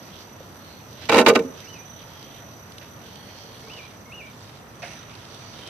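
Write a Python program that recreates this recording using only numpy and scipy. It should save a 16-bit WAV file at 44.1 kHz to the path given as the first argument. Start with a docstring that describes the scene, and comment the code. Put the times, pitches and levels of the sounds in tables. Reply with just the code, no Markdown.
"""Outdoors on sandstone, a stereo microphone close to a toy crawler that creeps along, drops off a ledge
and lands: its tyres thump and its plastic shell clatters. The pulsed motor whines and throbs with its
speed, the gears whirr, the tyres flick grit and scuff the stone. Further off, a small bird whistles
three times and another chips faintly over the soft rush of open air."""
import sys
import numpy as np
from scipy import signal
from scipy.io import wavfile

SR = 44100
rng = np.random.default_rng(int(sys.argv[2]) if len(sys.argv) > 2 else 0)


def bounce(signal):
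    """Save signal as a 16-bit WAV file at the path given by the first command-line argument."""
    frames = np.transpose(np.atleast_2d(signal))
    limited = np.clip(frames, -1, 1)
    pcm = np.round(limited * 32767).astype(np.int16)
    wavfile.write(sys.argv[1], SR, pcm)


N = 250929
TIME = np.arange(N) / SR


def from_db(db):
    """Decibels to gain."""
    return 10 ** (np.asarray(db) / 20)


def unit_rms(x):
    """Scale to rms 1."""
    return x / np.sqrt(np.mean(x ** 2) + 1e-20)


def in_time(rows, t=TIME):
    """Each column of a curve at every sample."""
    times, *columns = np.transpose(rows)
    return [np.interp(t, times, column) for column in columns]


def at_hz(points, hz):
    """Read a table on a log-frequency axis."""
    freqs, values = np.transpose(points)
    return np.interp(np.log(hz), np.log(freqs), values)


def pan(side_db):
    """Left and right gains for a level difference, left minus right."""
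    return from_db(np.array([[.5], [-.5]]) * side_db)


def drift(per_s):
    """A random wander of size about 1 that turns per_s times a second."""
    return np.interp(TIME * per_s, np.arange(4096), rng.standard_normal(4096))


def swell(start, end):
    """An arch from 0 up to 1 and back between two times."""
    return np.sin(np.pi * np.clip((TIME - start) / (end - start), 0, 1))


def butter(x, kind, hz, order=2):
    """A Butterworth low, high or band pass."""
    return signal.sosfilt(signal.butter(order, hz, kind, fs=SR, output="sos"), x + 1e-18)


def ring(force, hz, t60):
    """A unit click sets a sine of height 1 ringing."""
    decay, step = from_db(-60 / (t60 * SR)), 2 * np.pi * hz / SR
    return signal.lfilter([0, np.sin(step)], [1, -2 * decay * np.cos(step), decay ** 2], force + 1e-18)


def grains(uneven_db):
    """White chatter of tiny contacts of uneven size, 2 x 2 x N."""
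    noise = rng.standard_normal((2, 2, N))
    return unit_rms(noise * from_db(uneven_db * np.clip(rng.standard_normal(N), -3, 3)))


def clicks(per_s, uneven_db):
    """Separate hard touches at random moments, of uneven size, 2 x 2 x N."""
    touches = rng.random(N) < per_s / SR
    sizes = from_db(uneven_db * np.clip(rng.standard_normal(N), -2, 2))
    return unit_rms(rng.choice([-1, 1], (2, 2, N)) * touches * sizes)


def bursts(rows, rise_s=0):
    """Envelope of contacts (start_s, level_db, decay_s) that build up and die away; their powers add."""
    power = np.zeros(N)
    for start, db, decay_s in rows:
        first = int((start - rise_s / 2) * SR)
        age = TIME[:N - first]
        attack = from_db(db) * np.minimum(age / (rise_s + 1e-6), 1)
        power[first:] += attack ** 2 * np.exp(-np.clip(2 * (age - rise_s) / decay_s, 0, 60))
    return np.sqrt(power)


def spread(pair, hz, likeness, side):
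    """Two unrelated signals become left and right, with this pitch's correlation and balance."""
    alike = np.clip(at_hz(likeness, hz), -1, 1)
    common = np.sqrt(1 + alike) * pair[0]
    opposed = np.sqrt(1 - alike) * pair[1] * [[1], [-1]]
    return (common + opposed) * pan(at_hz(side, hz)) / np.sqrt(2)


def coloured(source, spectrum, likeness, side, patchy_db=0):
    """Shape a white source (2 x 2 x N) into stereo by half-octave bands, with its power kept."""
    out, power, edges = 0, 0, 22 * 2 ** (np.arange(20) / 2)
    for k, (low, high) in enumerate(zip(edges, edges[1:])):
        if high < spectrum[0][0]:
            continue
        hz = np.sqrt(low * high)
        gain = from_db(at_hz(spectrum, hz))
        pair = butter(source[k % 2], "band", [low, high])
        flicker = from_db(patchy_db * drift(14)) if patchy_db else 1
        out = out + gain * flicker * spread(pair, hz, likeness, side)
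        power += gain ** 2 * (high - low) / (SR / 2)
    return out / np.sqrt(power)


def outdoors(x, wet_db, t60, dull_hz):
    """Rocks and scrub scatter a thin, dull tail back to each side of the microphone."""
    t = TIME[:SR]
    tail = butter(rng.standard_normal((2, SR)), "low", dull_hz) * from_db(-60 * t / t60) * (t > .006)
    tail /= np.sqrt(np.sum(tail ** 2, axis=1, keepdims=True))
    return x + from_db(wet_db) * signal.fftconvolve(x, tail, axes=1)[:, :N]


# Open air all round the microphone: freq_hz, density_db
AIR_SPECTRUM = [(25, -42), (50, -10.5), (70, -9), (98, 1.5), (140, -4), (200, -4), (330, -11.5), (500, -9),
                (750, -12), (1100, -12.5), (1700, -17.5), (3200, -27), (5400, -31.5), (10000, -34.5),
                (15000, -34.5)]
# How alike the air is on both sides: freq_hz, correlation
AIR_LIKENESS = [(60, 0.85), (130, 1), (290, 0.78), (640, 0.62), (1400, 0.011), (3100, 0.046),
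                (15000, 0.036)]
# Its balance, near centre: freq_hz, left_minus_right_db
AIR_SIDE = [(100, -0.9), (1300, -1.5), (4400, 0.5), (15000, -1)]

def open_air(level_db):
    """A soft, low rush whose bands waver slightly."""
    noise = rng.standard_normal((2, 2, N))
    return from_db(level_db) * coloured(noise, AIR_SPECTRUM, AIR_LIKENESS, AIR_SIDE, patchy_db=0.97)


# A small bird's arched whistle, some way off ahead: age_s, pitch_hz, level_db
WHISTLE = [(0, 2150, -14), (.064, 2230, -8), (.071, 2560, 4), (.088, 2950, 0), (.142, 2880, 0),
           (.168, 2400, 2), (.19, 2300, -4), (.228, 2380, -4), (.255, 2300, -11)]
# Its three calls: start_s, gain_db, pitch_ratio, length_ratio
WHISTLE_CALLS = [(1.606, -51.5, 1.03, 0.94), (3.63, -46.5, 1.01, 0.99), (4.055, -44.5, .985, 0.95)]
# A fainter bird's falling chip, off to the right: age_s, pitch_hz, level_db
CHIP = [(0, 5300, -25), (.01, 5400, -2), (.022, 5380, -16), (.032, 4700, -17), (.045, 4150, -4),
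        (.065, 3750, -24)]
# Its two calls: start_s, gain_db, pitch_ratio, length_ratio
CHIP_CALLS = [(1.652, -49.5, 1, 0.92), (1.732, -59, 0.95, 0.97)]

def bird(shape, calls, quaver, low_quaver=0):
    """A nearly pure whistle varies one shape from call to call; low_quaver adds warble to low notes."""
    out = 0
    for start, gain_db, pitch, length in calls:
        age = (TIME - start) / length
        hz, level_db = in_time(shape, age)
        lowness = (hz.max() - hz) / np.ptp(hz)
        warble = 1 + (quaver + low_quaver * lowness) * drift(200)
        phase = 2 * np.pi * np.cumsum(hz * pitch * warble) / SR
        sounding = (age > 0) * (age < shape[-1][0])
        out = out + np.sqrt(2) * np.sin(phase) * from_db(gain_db + level_db) * sounding
    return out


# How alike the nearby toy is on both sides of the microphone: freq_hz, correlation
TOY_LIKENESS = [(200, 1), (640, 1), (1400, 0.66), (3100, 0.41), (4500, -0.32), (15000, -0.35)]
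# Balance of grit and gears, mostly to the right: freq_hz, left_minus_right_db
GEAR_SIDE = [(400, -5), (2400, -3.5), (4400, -6), (7000, -0.5), (15000, 9)]
# A grain snapping at close range: freq_hz, density_db
SNAP_SPECTRUM = [(1500, -21), (3700, 10), (6000, -4), (10000, -8), (15000, -28)]
# Snaps along the crawler's path: start_s, level_db
GRIT_SNAPS = [(1.0213, -37), (1.054, -30), (1.6028, -33.5), (2.227, -35), (2.7203, -33), (2.7822, -29),
              (2.962, -49), (3.157, -34), (4.8813, -39), (5.1517, -36), (5.3453, -32.5), (5.675, -29)]

def grit(gain_db, snap_s):
    """Now and then a grain snaps under a tyre."""
    envelope = bursts([(start, db + gain_db, snap_s) for start, db in GRIT_SNAPS])
    return coloured(rng.standard_normal((2, 2, N)) * envelope, SNAP_SPECTRUM, TOY_LIKENESS, GEAR_SIDE)


# Balance of tyres and body at the microphone: freq_hz, left_minus_right_db
BODY_SIDE = [(200, -1), (400, -2.5), (1300, -1), (2400, -6.5), (4400, -7), (8000, 6)]
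# Rubber rasping on sandstone: freq_hz, density_db
RASP_SPECTRUM = [(500, -3), (620, 9.5), (850, -10), (1200, -9), (1700, 4.5), (2400, 2.5), (3400, -6),
                 (4800, -5.5), (9000, -40), (15000, -43)]
# Tyre slips: start_s, level_db, decay_s
SCUFFS = [(1.018, -39.5, 0.038), (1.088, -24, .01), (2.812, -40, 0.024), (4.82, -35.5, 0.0076),
          (4.826, -34, 0.038), (4.85, -42, 0.11)]

def scuffs(gain_db, grip_s):
    """Rubber lugs catch and slip on the sandy stone."""
    rubbing = grains(uneven_db=3.5) * bursts(SCUFFS, grip_s)
    return from_db(gain_db) * coloured(rubbing, RASP_SPECTRUM, TOY_LIKENESS, BODY_SIDE)


# Resonances rung by the gear teeth, heard close (the 452 and 455 Hz rows are a chassis mode, the rest the
# gearbox): start_s, end_s, pitch_hz, width_hz, level_db
TOOTH_RINGS = [(0.576, .86, 4250, 160, -54), (2.03, 2.467, 3235, 170, -54.5),
               (2.99, 3.139, 452, 10.8, -51), (2.95, 3.75, 4400, 130, -54.5),
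               (3.0, 3.704, 3180, 270, -54), (3.354, 3.921, 455, 7.2, -52.5),
               (5.247, 5.691, 4480, 150, -55), (5.54, 5.801, 3120, 97, -48.5)]

def gear_song():
    """Uneven tooth contacts ring narrow resonances, each swelling and fading over its span."""
    out = 0
    for start, end, hz, width_hz, db in TOOTH_RINGS:
        t60 = np.log(1000) / (np.pi * width_hz)
        tone = unit_rms(ring(rng.standard_normal((2, N)), hz, t60))
        tone = butter(tone, "band", [.8 * hz, 1.25 * hz], order=1)
        out = out + from_db(db) * swell(start, end) * spread(tone, hz, TOY_LIKENESS, GEAR_SIDE)
    return out


TURN_S = 2.8  # the crawler turns up the slope, its open rear swinging round to the microphone
# Motor speed, as the rate of its current ripple: time_s, ripple_hz
MOTOR_SPEED = [(0, 42), (.17, 57), (.34, 25.4), (.7, 50), (1.1, 49), (1.45, 37), (1.82, 13.5), (2.12, 58),
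               (2.36, 57), (2.64, 26), (3.1, 45), (3.72, 64), (4.02, 20), (4.73, 14.1), (4.88, 51),
               (5.2, 58), (5.48, 50), (5.69, 110)]
# The whirr at close range: freq_hz, density_db
GEAR_SPECTRUM = [(250, 5.5), (450, 4), (800, 2), (1800, 0.5), (2500, 2), (3200, 7), (3700, 0.5), (4400, 5),
                 (5200, -3.5), (7000, -12.5), (10000, -13), (15000, -36)]
# The tread working for grip on the stone: start_s, end_s, level_db
SCRUBS = [(0.184, .26, -56.5), (0.959, 1.15, -46), (1.3, 1.987, -52.5), (2.984, 3.245, -65),
          (3.64, 3.86, -50), (4.235, 4.644, -53.5), (4.759, 5.062, -50)]

def drivetrain(cruise_db, cruise_hz, db_per_decade, rear_db_per_s, flutter_db):
    """Gear teeth and tread whirr finely, louder with speed, after the turn and where the tyres scrub."""
    ripple_hz, = in_time(MOTOR_SPEED)
    rear_db = rear_db_per_s * np.maximum(TIME - TURN_S, 0)
    gears = from_db(cruise_db + db_per_decade * np.log10(ripple_hz / cruise_hz) + rear_db)
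    tread = sum(from_db(db) * swell(start, end) for start, end, db in SCRUBS)
    whirr = grains(uneven_db=3) * np.hypot(gears, tread) * from_db(flutter_db * drift(260))
    return coloured(whirr, GEAR_SPECTRUM, TOY_LIKENESS, GEAR_SIDE, patchy_db=3.5)


# Lines into which the rotor splits each tone: ripple_multiple, relative_db
SIDEBANDS = [(-3, -24), (-2, -33), (-1, 1), (0, -1.5), (1, -3.5), (2, -21)]
# The whine, close and to the right: time_s, level_db
WHINE_LEVEL = [(0, -56.5), (.3, -56), (.58, -59), (1.05, -55), (1.6, -53), (1.92, -48.5), (2.1, -57),
               (2.47, -53.5), (2.7, -56.5), (3.3, -56.5), (4.1, -58.5), (4.68, -63.5), (4.9, -50.5),
               (5.2, -59.5), (5.42, -52), (5.69, -60)]
# Its octave's narrow beam sweeping the microphone as the toy turns: time_s, left_minus_right_db
OCTAVE_BEAM = [(.1, 6), (.3, -12), (1, -10), (1.45, 10), (2.45, 3), (2.95, 6), (3.6, 5), (4.1, -11),
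               (5.2, -1)]

def motor(pulse_hz, lag_rad, unsteady, waver_rad, tone_gain_db, octave_db, fade_db_per_s):
    """The speed controller's pulses make the windings sing; the turning rotor swells and bends the tone."""
    ripple_hz, = in_time(MOTOR_SPEED)
    whine_db, = in_time(WHINE_LEVEL)
    octave_side_db, = in_time(OCTAVE_BEAM)
    rotor = 2 * np.pi * np.cumsum(ripple_hz * (1 + unsteady * drift(31))) / SR
    pulse = 2 * np.pi * pulse_hz * TIME
    # outer lines are out of step with the centre, so the throb is partly a wobble of pitch
    lines = [(k, from_db(db)) for k, db in SIDEBANDS]
    throb = sum(gain * np.exp(1j * (k * rotor + lag_rad * k ** 2)) for k, gain in lines)
    throb /= np.sqrt(sum(gain ** 2 for k, gain in lines))
    throb *= from_db(1.46 * drift(60))
    carrier = np.exp(1j * (pulse + waver_rad * drift(240)))
    tone = from_db(whine_db + tone_gain_db) * np.real(throb * carrier)
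    # the octave holds its level, then fades as the crawler turns away
    fade_db = fade_db_per_s * np.maximum(TIME - TURN_S, 0)
    octave = from_db(octave_db - fade_db) * np.real(throb * np.exp(2j * pulse))
    # such short waves beam to one side or the other; their power stays
    tone_beam, octave_beam = [gains / np.hypot(*gains) for gains in (pan(-12.5), pan(octave_side_db))]
    return 2 * (tone * tone_beam + octave * octave_beam)


# Links, axles and rebounding tyres, just right of centre: start_s, level_db, pitch_hz, t60_s
KNOCKS = [(.4055, -30, 520, 0.03), (1.3045, -10, 437, 0.1), (1.3275, -8.5, 453, 0.062),
          (1.403, -23, 187, 0.09), (1.408, -19, 385, 0.057), (1.447, -27, 263, 0.21),
          (4.8295, -27.5, 2480, 0.029), (4.832, -31.5, 702, 0.1), (4.839, -31, 2200, 0.039)]

def knocks(contact_hz):
    """A link takes up its play or a tyre bounces: one cushioned push, one short ring."""
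    out = sum(ring(from_db(db) * (np.arange(N) == int(start * SR)), hz, t60)
              for start, db, hz, t60 in KNOCKS)
    return butter(butter(out, "low", contact_hz), "high", 160, order=3) * pan(-2.4)


# Modes of the chassis, tyres and large shell panels: pitch_hz, level_db, t60_s
CHASSIS_MODES = [(191, -11.5, 0.14), (206, -8, 0.1), (240.8, -7, 0.25), (298, -4, 0.2), (389, -4, 0.22),
                 (413, -13.5, 0.19), (457.6, 1, 0.19), (487, -2, 0.16), (537.5, -9, 0.37),
                 (588, -5.5, 0.084), (630, -9.5, 0.186)]

def chassis(thumps, contact_hz, vary_db):
    """Cushioned pushes (start_s, level_db) ring the low modes, a little differently each time."""
    starts, db = np.transpose(thumps)
    chance, out = rng.standard_normal((len(starts), len(CHASSIS_MODES))), 0
    for k, (hz, mode_db, t60) in enumerate(CHASSIS_MODES):
        pushes = np.zeros(N)
        pushes[(starts * SR).astype(int)] = from_db(db + mode_db + vary_db * chance[:, k])
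        out = out + (-1) ** k * ring(pushes, hz, t60) * pan(at_hz(BODY_SIDE, hz))
    # so small a body radiates no deep bass
    return butter(butter(out, "low", contact_hz), "high", 165, order=4)


# Modes of the shell's small plastic panels: pitch_hz, level_db, t60_s
SHELL_MODES = [(715, -7, 0.11), (833, -5.5, 0.13), (902, 2, 0.062), (1058, 0, 0.07), (1209, -3, 0.075),
               (1350, -0.5, 0.05), (1496, -4.5, 0.075), (1807, 1, 0.031), (2315, -2, 0.048),
               (2500, -12, 0.031), (2740, -1, 0.035), (2900, -9, 0.031), (3845, 0, 0.017),
               (4700, -3.5, 0.018), (6050, -11, 0.017)]
# The shell's clack at close range: freq_hz, density_db
CLACK_SPECTRUM = [(60, -30), (140, -29), (250, 6), (600, 1.5), (850, 6.5), (1200, 4), (1700, -1),
                  (2500, 5.5), (3500, -4.5), (5000, -8), (7000, -38), (9000, -44), (14000, -32)]

def shell(shaking, ring_db, clack_db, lowest_hz):
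    """The loose shell chatters on its posts: distinct panel modes over a broad clack."""
    force = clicks(per_s=3000, uneven_db=3.0) * shaking
    modes = sum(from_db(db) * spread(ring(force[k % 2], hz, t60), hz, TOY_LIKENESS, BODY_SIDE)
                for k, (hz, db, t60) in enumerate(SHELL_MODES))
    chatter = clicks(per_s=1800, uneven_db=2.5) * shaking
    clack = coloured(chatter, CLACK_SPECTRUM, TOY_LIKENESS, BODY_SIDE)
    return from_db(ring_db) * butter(modes, "high", lowest_hz) + from_db(clack_db) * clack


# The wheels take the weight and bed into the sand: centre_s, extra_db, half_length_s
BEDDING = [(1.19, 6.5, 0.032), (1.289, 12.5, 0.0097)]
# Sand crushed below the ledge: freq_hz, density_db
CRUNCH_SPECTRUM = [(2000, -35), (5000, 2.5), (7500, 12.5), (10500, -8.5), (14500, -1.5)]
# Its balance at the microphone: freq_hz, left_minus_right_db
CRUNCH_SIDE = [(5000, -11), (7000, 1), (9500, 12), (13500, -11)]
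# Blows of the landing, close to the microphone: start_s, clack_db, thump_db
BLOWS = [(1.094, -4, -17.5), (1.1159, -10, -14.5), (1.1213, -6, -16), (1.1307, -6, -13.5),
         (1.1423, -2, -15.5), (1.1564, -8, -8.5), (1.1683, -6, -9.5), (1.1787, -5, -11),
         (1.1846, -1.5, -20), (1.193, -6.5, -8), (1.201, -7.5, -14.5), (1.211, -8, -17.5),
         (1.2249, -29, -20), (1.2485, -28, -39), (1.263, 2, -13), (1.2743, -3.5, -12), (1.283, -1, -9.5),
         (1.2913, -6, -12.5), (1.2973, -8, -18.5), (1.306, -14.5, -15.5), (1.335, -26.5, -36),
         (1.3516, -9, -27), (1.3553, -3, -11), (1.3738, -26, -22), (1.3912, -21.5, -20.5)]

def landing(crack_s, crack_db, chatter_s, shake_db, rise_s, thump_db, crunch_s, crunch_db, crunch_follows):
    """Each blow cracks on the shell and leaves it chattering, thumps the chassis and crushes sand."""
    cracks = bursts([(start, clack + crack_db, crack_s) for start, clack, _ in BLOWS])
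    shaking = bursts([(start, clack + shake_db, chatter_s) for start, clack, _ in BLOWS], rise_s)
    thumps = chassis([(start, thump + thump_db) for start, _, thump in BLOWS], contact_hz=1520, vary_db=3.0)
    bedding_db = sum(db * np.exp(-((TIME - centre) / half) ** 2) for centre, db, half in BEDDING)
    crunches = [(start, crunch_follows * clack + crunch_db, crunch_s) for start, clack, _ in BLOWS]
    crushing = bursts(crunches, rise_s) * from_db(bedding_db)
    sand = coloured(grains(uneven_db=0.5) * crushing, CRUNCH_SPECTRUM, TOY_LIKENESS, CRUNCH_SIDE)
    return shell(np.hypot(cracks, shaking), ring_db=-30.5, clack_db=-4.5, lowest_hz=76) + thumps + sand


def scene():
    """The crawler close to the microphone, birds further off, open air all round."""
    crash = landing(crack_s=0.0016, crack_db=-7.0, chatter_s=0.0068, shake_db=-8.0, rise_s=0.0062,
                    thump_db=-4.5, crunch_s=0.0046, crunch_db=-30.5, crunch_follows=0.56)
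    crash += knocks(contact_hz=4000)
    whine = motor(pulse_hz=5975, lag_rad=0.7, unsteady=0.088, waver_rad=0.17, tone_gain_db=2.0,
                  octave_db=-62.5, fade_db_per_s=5)
    gears = drivetrain(cruise_db=-54, cruise_hz=40, db_per_decade=14.5, rear_db_per_s=.8, flutter_db=2.5)
    gears += gear_song()
    tyres = grit(gain_db=-5, snap_s=0.0032) + scuffs(gain_db=-2.0, grip_s=0.0032)
    birds = bird(WHISTLE, WHISTLE_CALLS, quaver=0.0086, low_quaver=0.025) * pan(-0.22)
    birds += bird(CHIP, CHIP_CALLS, quaver=0.0097) * pan(-11)
    air = open_air(level_db=-44.0)
    crash = outdoors(crash, wet_db=-31, t60=0.62, dull_hz=1241)
    birds = outdoors(birds, wet_db=-9.0, t60=0.29, dull_hz=6000)
    return air + birds + tyres + gears + whine + crash


def record(dry):
    """The microphone chain rounds off the loudest peaks and cuts the deepest bass and the top."""
    rounded = 1.6 * np.tanh(dry / 1.6)
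    top_cut = signal.ellip(10, .2, 70, 14800, fs=SR, output="sos")
    return signal.sosfilt(top_cut, butter(rounded, "high", 45))


dry = scene()
out = record(dry)
bounce(out)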